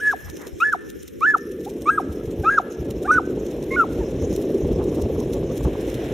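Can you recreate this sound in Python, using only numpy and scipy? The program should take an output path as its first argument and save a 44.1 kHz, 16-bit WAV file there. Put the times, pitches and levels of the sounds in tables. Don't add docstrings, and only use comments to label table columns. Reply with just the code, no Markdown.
import sys
import numpy as np
from scipy import signal
from scipy.fft import rfft, irfft, next_fast_len
from scipy.io import wavfile

SR = 44100
rng = np.random.default_rng(int(sys.argv[2]) if len(sys.argv) > 2 else 0)


def master_out(mix):
    frames = np.transpose(np.atleast_2d(mix))
    ceiling = np.clip(frames, -1, 1)
    pcm = np.round(ceiling * 32767).astype(np.int16)
    wavfile.write(sys.argv[1], SR, pcm)


N = 270333


def from_db(db):
    return 10 ** (np.asarray(db) / 20)


def rms_one(x):
    return x / np.sqrt(np.mean(x ** 2) + 1e-20)


def in_time(rows):
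    times_s, *columns = np.transpose(rows)
    return [np.interp(np.arange(N) / SR, np.sort(times_s), column) for column in columns]


def at_hz(points, hz):
    point_hz, point_db = np.transpose(points)
    return np.interp(np.log(hz), np.log(point_hz), point_db)


def drift(rate_hz):
    r = np.exp(-40 * np.pi * rate_hz / SR)
    steps = rng.standard_normal(N // 20 + 2002)
    slow = signal.lfilter([1], [1, -2 * r, r * r], steps)[2000:]
    return np.interp(np.arange(N) / 20, np.arange(len(slow)), rms_one(slow))


def swells(rows):
    t = np.arange(N) / SR
    return sum(from_db(db) * np.exp(-((t - s) / half_s) ** 2) for s, db, half_s in rows)


def band(x, low_hz, high_hz):
    edges = [low_hz, min(high_hz, SR / 2 - 1)]
    return signal.sosfilt(signal.butter(2, edges, "band", fs=SR, output="sos"), x)


# pitch_hz, level_db
NOISE_WIDTH = [(700, -88), (950, -15), (1400, 1), (3000, -10), (6000, -8), (9000, -2), (14000, -7.5)]


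def noise(spectrum):
    size = next_fast_len(N)
    hz = np.maximum(np.fft.rfftfreq(size, 1 / SR), 1)
    mid, side = rfft(rng.standard_normal((2, size)))
    pair = mid + from_db(at_hz(NOISE_WIDTH, hz)) * side * [[1], [-1]]
    low_end = 1 / (1 + (spectrum[0][0] / hz) ** 4)
    high_end = 1 / (1 + (hz / spectrum[-1][0] / 2) ** 4)
    colour = low_end * high_end * from_db(at_hz(spectrum, hz))
    return rms_one(irfft(pair * colour, size)[:, :N])


# time_s, low_buffeting_db, hollow_rush_db
AIR_LEVELS = [(0, -63, -40), (.16, -61, -40), (.23, -63, -54.5), (.33, -72, -38.5), (.49, -69, -42),
              (.57, -63, -42), (.95, -51, -39.5), (1.06, -67, -46), (1.2, -56, -40.5), (1.5, -49, -31.5),
              (2.35, -38, -29), (2.63, -51, -34), (2.76, -50, -31), (2.92, -37.5, -29), (3.25, -39, -27),
              (3.38, -39, -24.5), (3.48, -40.5, -29), (3.6, -37, -26), (3.9, -37, -26.5),
              (4.2, -33.5, -24.5), (4.55, -34, -22.5), (5.0, -31.5, -23), (5.4, -30, -25.5),
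              (6.13, -33, -27.5)]
# time_s, level_db
BRIGHT_RUSH_LEVEL = [(0, -57), (.5, -55), (1.25, -88), (1.7, -47), (4.1, -38), (6.13, -36.5)]
# time_s, left_right_difference_db
WIND_SPREAD_LEVEL = [(0, -3), (1.22, 3), (1.32, -10), (1.5, -32)]
# time_s, level_db, half_length_s
WIND_THUMPS = [(.245, -43, 0.026), (.295, -41.5, 0.042), (.54, -38, 0.012), (2.1, -25, 0.015),
               (2.28, -22.5, 0.0087), (2.41, -24.5, .018), (2.81, -30, 0.02), (2.89, -30, 0.018),
               (3.99, -30, .016), (4.175, -26, .012), (4.245, -25, 0.013), (4.32, -24, 0.023),
               (4.665, -25, .02), (4.72, -20, 0.015), (4.785, -24, 0.013), (4.835, -21, 0.019),
               (5.03, -25.5, 0.032), (5.16, -24, .025), (5.44, -28, 0.023), (5.66, -18.5, 0.014)]
# time_s, level_db, half_length_s
SHARP_GUSTS = [(4.808, -29, 0.02), (4.937, -37, 0.014), (4.995, -32.5, 0.013), (5.16, -32.5, 0.0089),
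               (5.213, -33, .005), (5.341, -35.5, 0.0078), (5.429, -36, 0.0044), (5.514, -33, 0.007),
               (5.61, -33, 0.0058), (5.655, -22, 0.0045), (5.672, -29, 0.0086), (5.756, -26, 0.004),
               (5.801, -36, 0.0044)]
BUFFET_COLOUR = [(26, -32), (38, -16), (55, -0.5), (90, -10), (130, -5.5), (190, -14.5), (300, -57),
                 (600, -61)]
THUMP_COLOUR = [(34, -23), (50, -5.5), (75, 2), (110, -11), (180, -12.5), (400, -33)]
RUSH_COLOUR = [(100, -15), (180, -8), (270, -2.5), (380, 1), (480, -4), (570, -17), (700, -48), (1000, -70)]
BRIGHT_RUSH_COLOUR = [(350, -14.5), (540, 5), (700, -7), (900, -16), (1150, -20.5), (1500, -41),
                      (2500, -27.5)]
GUST_COLOUR = [(60, 10), (300, 7.5), (700, 2.5), (1100, -2), (1500, -16), (2500, -29.5)]
RUMBLE_DB = -53


def wind(lump_db=3.5, flutter_db=1.35, bright_flutter_db=2.5, puff_db=-26, puff_spread_db=6):
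    low_db, rush_db = in_time(AIR_LEVELS)
    (bright_db,), (spread_db,) = in_time(BRIGHT_RUSH_LEVEL), in_time(WIND_SPREAD_LEVEL)
    eddies = drift(38.4)
    layers = [(from_db(low_db + lump_db * drift(23)), BUFFET_COLOUR),
              (swells(WIND_THUMPS) + from_db(RUMBLE_DB), THUMP_COLOUR),
              (from_db(rush_db + flutter_db * eddies), RUSH_COLOUR),
              (from_db(bright_db + bright_flutter_db * eddies), BRIGHT_RUSH_COLOUR)]
    apart = from_db(spread_db) * [[1], [-1]]
    air = sum(gain * (noise(colour) + apart * noise(colour)[0]) for gain, colour in layers)
    puffs = from_db(low_db + puff_db + puff_spread_db * np.minimum(drift(25), 2))
    return air + (swells(SHARP_GUSTS) + puffs) * noise(GUST_COLOUR)


# time_s, middle_db, treble_db
ROAD_LEVELS = [(0, -48, -46), (.6, -54.5, -53.5), (1.2, -55, -54.5), (3.3, -52, -54.5), (4.36, -49, -50.5),
               (4.6, -50.5, -54.5), (5.45, -50.5, -51), (6.0, -42, -49.5)]
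GRIT_COLOUR = [(700, -28), (1200, -1.5), (1700, 4.5), (2200, 2.5), (3000, 2.5), (4000, -2.5), (5000, -7.5),
               (7000, -14.5)]
HISS_COLOUR = [(3500, -51), (5200, 9.5), (6500, 7), (8000, -3), (9500, -6), (11500, 3), (15000, -8.5)]


def road(grit_trim_db=-2.0, hiss_trim_db=-3.0, grain_db=2.5, patch_db=4.5):
    middle_db, treble_db = in_time(ROAD_LEVELS)
    grains_db, hiss = grain_db * drift(41), noise(HISS_COLOUR)
    edges_hz = np.linspace(4000, 16000, num=13)
    patches = 0
    for k, (low_hz, high_hz) in enumerate(zip(edges_hz, edges_hz[1:])):
        flicker = from_db(patch_db * drift(14.3))
        patches = patches + flicker * band(hiss, low_hz, high_hz) * (-1) ** k
    crunch = from_db(middle_db + grit_trim_db + 0.33 * grains_db) * noise(GRIT_COLOUR)
    return crunch + from_db(treble_db + hiss_trim_db + grains_db) * rms_one(patches)


# time_s, level_db, half_length_s
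SCUFF_TIMES = [(.282, -44.5, 0.019), (.435, -43.5, 0.048)]
# pitch_hz, level_db (relative)
SCUFF_COLOUR = [(600, -1), (950, 3), (1400, -2), (2000, -0.5), (2600, -14), (4500, -25)]


def scuffs():
    return swells(SCUFF_TIMES) * noise(SCUFF_COLOUR)


# time_s, level_db, half_length_s
RINGING_SWELLS = [(.02, -54, 0.039), (.6, -60, 0.027), (1.0, -72, 0.16), (1.72, -70, 0.033),
                  (1.9, -55.5, 0.074), (2.35, -81, .08), (3.1, -64, 0.087)]
# pitch_hz, level_db, ring_s (time to fade by 60 dB)
RINGING_TONES = [(5902, -12, .14), (8267, -12, .2), (8441, 1, .25), (12576, -12, .3), (13954, -20, .25)]


def thin_ringing(impulses_per_s=300):
    chosen = rng.random(N) < impulses_per_s / SR
    impulses = swells(RINGING_SWELLS) * rng.standard_normal((2, N)) * chosen + 1e-18
    out = np.zeros((2, N))
    for hz, db, ring_s in RINGING_TONES:
        r, w = from_db(-60 / (ring_s * SR)), 2 * np.pi * hz / SR
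        out += from_db(db) * signal.lfilter([0, np.sin(w)], [1, -2 * r * np.cos(w), r * r], impulses)
    return out


# time_s, level_db
CLAW_STEPS = [(0.1156, -37), (0.1795, -54), (0.295, -37), (0.365, -40), (0.415, -42), (0.47, -37),
              (0.602, -38), (0.725, -37), (0.896, -38.5), (1.0276, -41.5), (1.078, -39), (1.204, -42.5),
              (1.3753, -40), (1.5135, -42.5), (1.6038, -44), (1.6475, -39.5), (1.696, -36.5),
              (1.817, -37.5), (2.1226, -41), (2.2553, -43), (2.3106, -43), (2.4239, -42), (2.7232, -43.5),
              (2.8504, -47), (2.9052, -38), (3.028, -40.5), (3.3059, -46), (3.46, -43), (3.512, -40.5),
              (3.6287, -38), (3.7174, -44), (3.8075, -39.5), (3.9275, -41), (4.1081, -43), (4.2178, -44),
              (4.329, -36), (4.358, -34.5), (4.4174, -41), (4.543, -42.5), (4.6713, -41), (4.722, -43.5),
              (4.837, -40.5), (4.949, -40.5), (5.016, -35.5), (5.1991, -41.5), (5.3325, -35),
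              (5.5715, -34.5), (5.635, -36), (5.8062, -39), (5.8726, -42), (5.895, -36), (5.9419, -34)]
# pitch_hz, level_db (relative)
CLAW_COLOUR = [(1200, -7), (3000, 3.5), (6000, 5.5), (8500, -0.5), (12000, 0), (15000, -4.5)]


def paws(t60_s=0.053, touch_s=0.0088, grain_db=5.0, trim_db=-5):
    t, touch = np.arange(N) / SR, np.zeros(N)
    for s, db in CLAW_STEPS:
        near = slice(max(int((s - .03) * SR), 0), int((s + .1) * SR))
        age = t[near] - s - touch_s / 2
        touch[near] += from_db(db) * np.minimum(np.exp(age / touch_s), from_db(-60 * age / t60_s))
    return from_db(trim_db + grain_db * drift(370)) * touch * noise(CLAW_COLOUR)


YELP_LEAD_S = .1


def doppler(x, shift):
    t = np.arange(N) / SR
    starts = np.array(YELP_SHAPES)[:, 0] - YELP_LEAD_S
    age = t - starts[np.searchsorted(starts, t) - 1]
    return np.interp(t + shift * age, t, x)


# pitch_shift (share of the pitch), earliest_s, level_db
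ECHO_DIRECTIONS = [(.03, .08, -35), (.008, .03, -34), (-.018, .04, -37)]
# pitch_hz, level_db (relative)
SCATTER_COLOUR = [(600, -2.5), (1000, 9), (1400, 1), (1750, 11.5), (2100, 7), (6000, -6.5)]
HOUSE_ECHO_S, HOUSE_ECHO_DB = .122, -38.5
NEAR_T60_S, NEAR_DB = .16, -23


def street(voice, carried, t60_s=0.72, clump_db=5, scatter_side=0.88):
    t = np.arange(SR) / SR
    hz = np.maximum(np.fft.rfftfreq(SR, 1 / SR), 1)
    colour = from_db(at_hz(SCATTER_COLOUR, hz))
    near = rms_one(rng.standard_normal((2, SR)) * from_db(-60 * t / NEAR_T60_S) * (t > .008))
    out = from_db(NEAR_DB) * signal.fftconvolve([voice], near, axes=1)[:, :N]
    for shift, first_s, db in ECHO_DIRECTIONS:
        mid, side = irfft(rfft(rng.standard_normal((2, SR))) * colour, SR)
        fading = from_db(-60 * t / t60_s + clump_db * drift(13)[:SR]) * (t > first_s)
        far = rms_one((mid + scatter_side * side * [[1], [-1]]) * fading)
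        out += from_db(db) * signal.fftconvolve([doppler(carried, shift)], far, axes=1)[:, :N]
    house = np.interp(np.arange(N) - HOUSE_ECHO_S * SR, np.arange(N), carried, left=0)
    return out / np.sqrt(SR) + from_db(HOUSE_ECHO_DB) * house


# start_s, length_s, start_hz, end_hz, peak_db, octave_peak_db
GRUNT_SHAPES = [(1.66, 0.029, 716, 910, -32, -65), (2.434, 0.026, 737, 867, -28, -31.5),
                (3.046, 0.037, 656, 918, -29.5, -27.5), (4.002, 0.036, 972, 786, -35.5, -48)]
GRUNT_PEAK_SHARE, GRUNT_FADE_DB, GRUNT_HARSH_DB = 0.32, 11, 5


def grunts():
    for start, length, start_hz, end_hz, peak_db, octave_db in GRUNT_SHAPES:
        now = np.arange(int(start * SR), int((start + length) * SR))
        share = np.linspace(0, 1, len(now))
        fade_db = np.interp(share, [0, GRUNT_PEAK_SHARE, 1], [GRUNT_FADE_DB, 0, GRUNT_FADE_DB])
        level_db = peak_db - fade_db
        pitch = start_hz + share * (end_hz - start_hz)
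        yield now, pitch, level_db, octave_db - fade_db, level_db + GRUNT_HARSH_DB


# start_s, break_s (jump to the high register), falter_s, fall_end_s, fall_time_s,
# start_hz, before_break_hz, early_top_hz, late_top_hz, falter_hz,
# onset_db, top_db, late_top_db, falter_db, last_push_db, low_hook_db,
# onset_octave_db, later_octave_db (against the effort), top_harshness_db (against the effort),
# side_reflection_db, far_echo_db
YELP_SHAPES = [(-.027, .012, .116, .138, .012, 1240, 1560, 1695, 1720, 1700, -31, -29, -14.5, -20, -35, -24.5, -42, -35, -1, -17, -2),
               (.601, .641, .716, .749, .0135, 1200, 1470, 1690, 1765, 1730, -16, -18, -17.5, -35, -19.5, -23, -31.5, -35, -4, -9, -1.5),
               (1.208, 1.263, 1.3345, 1.363, .0145, 1065, 1550, 1710, 1775, 1620, -15.5, -15, -13.5, -35, -15.5, -32, -38, -38, -5, -8.5, -6),
               (1.856, 1.903, 1.975, 2.001, .0125, 1085, 1335, 1590, 1690, 1460, -15.5, -22, -28.5, -40, -19.5, -23, -36, -33, 0, -18, 1),
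               (2.446, 2.498, 2.572, 2.5995, .016, 1185, 1385, 1590, 1740, 1690, -16.5, -18.5, -19.5, -27, -15, -21.5, -38, -37, 3, -20.5, -2),
               (3.075, 3.112, 3.165, 3.2, .0125, 1135, 1275, 1465, 1510, 1560, -16, -15.5, -16.5, -15.5, -18, -29, -42, -37, 4, -17, -5),
               (3.706, 3.7625, 3.811, 3.846, .007, 1048, 1095, 1510, 1355, 1330, -31, -19, -17, -17.5, -26, -35, -25.5, -28, -4, -15, -3)]
# pitch_hz, gain_db
MOUTH_GAIN = [(700, -1), (1150, 0.5), (1280, 7), (1370, 5), (1480, -0.5), (1750, -1.5)]
ATTACK_S, ATTACK_DB, SWELL_DB = 0.0076, 7, 12
BREAK_S, SETTLE_S = 0.0012, 0.0064
DROP_BLUR_S = 0.00222
LATE_SHARE = 0.63
PUSH_S, PUSH_HOLD_S = 0.0195, 0.0076
CATCH_S, CATCH_DB = 0.0093, -28
HOOK_HZ, HOOK_SAG_HZ_PER_S, HOOK_RISE_S, HOOK_S, HOOK_FADE_DB = 757.4, 4900, 0.0037, 0.011, 27
OCTAVE_ATTACK_S = 0.012
OCTAVE_GAIN_DB, OCTAVE_BREAK_DB = 1, 45
ONSET_HARSH_DB, SWELL_HARSH_DB = 0, -6
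RELAX_DB, CLOSE_SOFT_DB = 7.5, 9


def arches():
    for (start, jump, drop, end, fall_s, start_hz, jump_hz, top_hz, late_hz, drop_hz,
         onset_db, top_db, late_db, falter_db, push_db, hook_db,
         octave_db, later_octave_db, harsh_db, *_) in YELP_SHAPES:
        now = np.arange(max(int(start * SR), 0), int((end + HOOK_S) * SR))
        t = now / SR
        up = .5 + .5 * np.tanh((t - jump) / BREAK_S / 2)
        down = .5 + .5 * np.tanh((t - drop) / DROP_BLUR_S / 2)
        rise = np.interp(t, [start, jump], [start_hz, jump_hz])
        top = np.interp(t, [jump, drop], [top_hz, late_hz])
        held = (1 - up) * rise + (up - down) * top + down * drop_hz
        tension = 1 - np.exp(np.minimum(t - end, 0) / fall_s)
        pitch = HOOK_HZ + (held - HOOK_HZ) * tension - HOOK_SAG_HZ_PER_S * np.maximum(t - end, 0)
        # (s, effort dB, harshness against the effort dB)
        stages = [(start, onset_db - SWELL_DB - ATTACK_DB, ONSET_HARSH_DB),
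                  (start + ATTACK_S, onset_db - SWELL_DB, ONSET_HARSH_DB),
                  (jump, onset_db, SWELL_HARSH_DB),
                  (jump + SETTLE_S, top_db, harsh_db),
                  (jump + LATE_SHARE * (drop - jump), late_db, harsh_db),
                  (drop, falter_db, harsh_db - RELAX_DB),
                  (end - PUSH_S, push_db, harsh_db - CLOSE_SOFT_DB),
                  (end - PUSH_S + PUSH_HOLD_S, push_db, harsh_db - CLOSE_SOFT_DB),
                  (end - CATCH_S, CATCH_DB, -RELAX_DB),
                  (end + HOOK_RISE_S, hook_db, -RELAX_DB),
                  (end + HOOK_S, hook_db - HOOK_FADE_DB, -RELAX_DB)]
        stage_s, stage_db, stage_harsh_db = np.transpose(sorted(stages))
        effort_db = 20 * np.log10(np.interp(t, stage_s, from_db(stage_db)))
        octave_change_db = np.interp(t, [start, start + OCTAVE_ATTACK_S, jump], [-ATTACK_DB, 0, OCTAVE_GAIN_DB])
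        pressed_db = octave_db + octave_change_db - OCTAVE_BREAK_DB * up
        octave_now_db = np.maximum(pressed_db, effort_db + later_octave_db)
        harsh_now_db = effort_db + np.interp(t, stage_s, stage_harsh_db)
        yield now, pitch, effort_db + at_hz(MOUTH_GAIN, pitch), octave_now_db, harsh_now_db


# pitch_hz, level_db
OVERTONE_GAIN = [(2200, -25), (3000, -46), (3500, -36), (3780, -24), (4000, -45), (4400, -67), (5100, -33),
                 (6000, -36.5), (7000, -36), (7800, -72), (8600, -42.5), (10000, -39.5)]
# pitch_hz, gain_db
OCTAVE_GAIN = [(1600, -2.5), (2000, -5.5), (2300, -3.5), (2570, 1), (2750, -2), (2900, -10.5), (3100, -3),
               (3450, -6)]
# pitch_hz, level_db (relative)
BREATH_COLOUR = [(900, -2), (1400, -12), (2000, -12), (2550, 10.5), (3100, -10), (3750, 5), (4500, 2),
                 (6000, -1), (7500, -1), (8600, -38), (10000, -2), (14000, -15)]
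OCTAVE_FLUTTER_DB = 1.3
OCTAVE_BLUR = .1


def yelps(jitter=0.0059, shimmer_db=1.27, rough_db=-21, overtone_flutter_db=5.0, overtone_blur=0.29,
          edge_s=0.0018, breath_db=-37, rasp_db=-26):
    out = np.zeros(N)
    wobble, shimmer, flutter, closure = drift(160), drift(75), drift(62), drift(230)
    breath, rattle = noise(BREATH_COLOUR)[0], drift(300)
    for now, pitch, level_db, octave_db, harsh_db in [*arches(), *grunts()]:
        phase = 2 * np.pi * np.cumsum(pitch * (1 + jitter * wobble[now])) / SR
        level = from_db(level_db + shimmer_db * shimmer[now])
        level += from_db(harsh_db + rough_db) * rattle[now]
        octave = from_db(octave_db + at_hz(OCTAVE_GAIN, 2 * pitch) + OCTAVE_FLUTTER_DB * flutter[now])
        voice = level * np.sin(phase) + octave * np.sin(2 * (phase + OCTAVE_BLUR * closure[now]))
        uneven = phase + overtone_blur * closure[now]
        for k in range(3, 7):
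            overtone_db = harsh_db + at_hz(OVERTONE_GAIN, k * pitch) + overtone_flutter_db * flutter[now]
            voice += from_db(overtone_db) * np.sin(k * uneven)
        voice += (from_db(harsh_db + breath_db) + from_db(octave_db + rasp_db)) * breath[now]
        fade = np.clip(np.minimum(now - now[0], now[-1] - now) / SR / edge_s, 0, 1)
        out[now] += np.sqrt(2) * voice * fade
    return out


def scene(bank_delay_s=0.00308):
    t, voice = np.arange(N) / SR, yelps()
    reflections = [(s, side_db, far_db) for start, _, _, end, *_, side_db, far_db in YELP_SHAPES
                   for s in (start, end)]
    bank_db, carry_db = in_time(reflections)
    sideways = from_db(bank_db) * np.interp(t - bank_delay_s, t, voice) * [[1], [-1]]
    echoes = street(voice, from_db(carry_db) * voice)
    return wind() + road() + scuffs() + thin_ringing() + paws() + echoes + sideways + voice


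# pitch_hz, width_hz, depth (0 none, 1 full)
MICROPHONE_DIPS = [(4660, 1040, 0.95), (7870, 240, 0.76), (10180, 400, 1), (15400, 500, 0)]
CUTOFF_HZ = 15500


def record(dry):
    for hz, width_hz, depth in MICROPHONE_DIPS:
        peak = signal.lfilter(*signal.iirpeak(hz, hz / width_hz, fs=SR), dry)
        dry = dry - min(depth, 1) * peak
    return signal.sosfilt(signal.ellip(10, .1, 90, CUTOFF_HZ, fs=SR, output="sos"), dry)


dry = scene()
out = record(dry)
master_out(out)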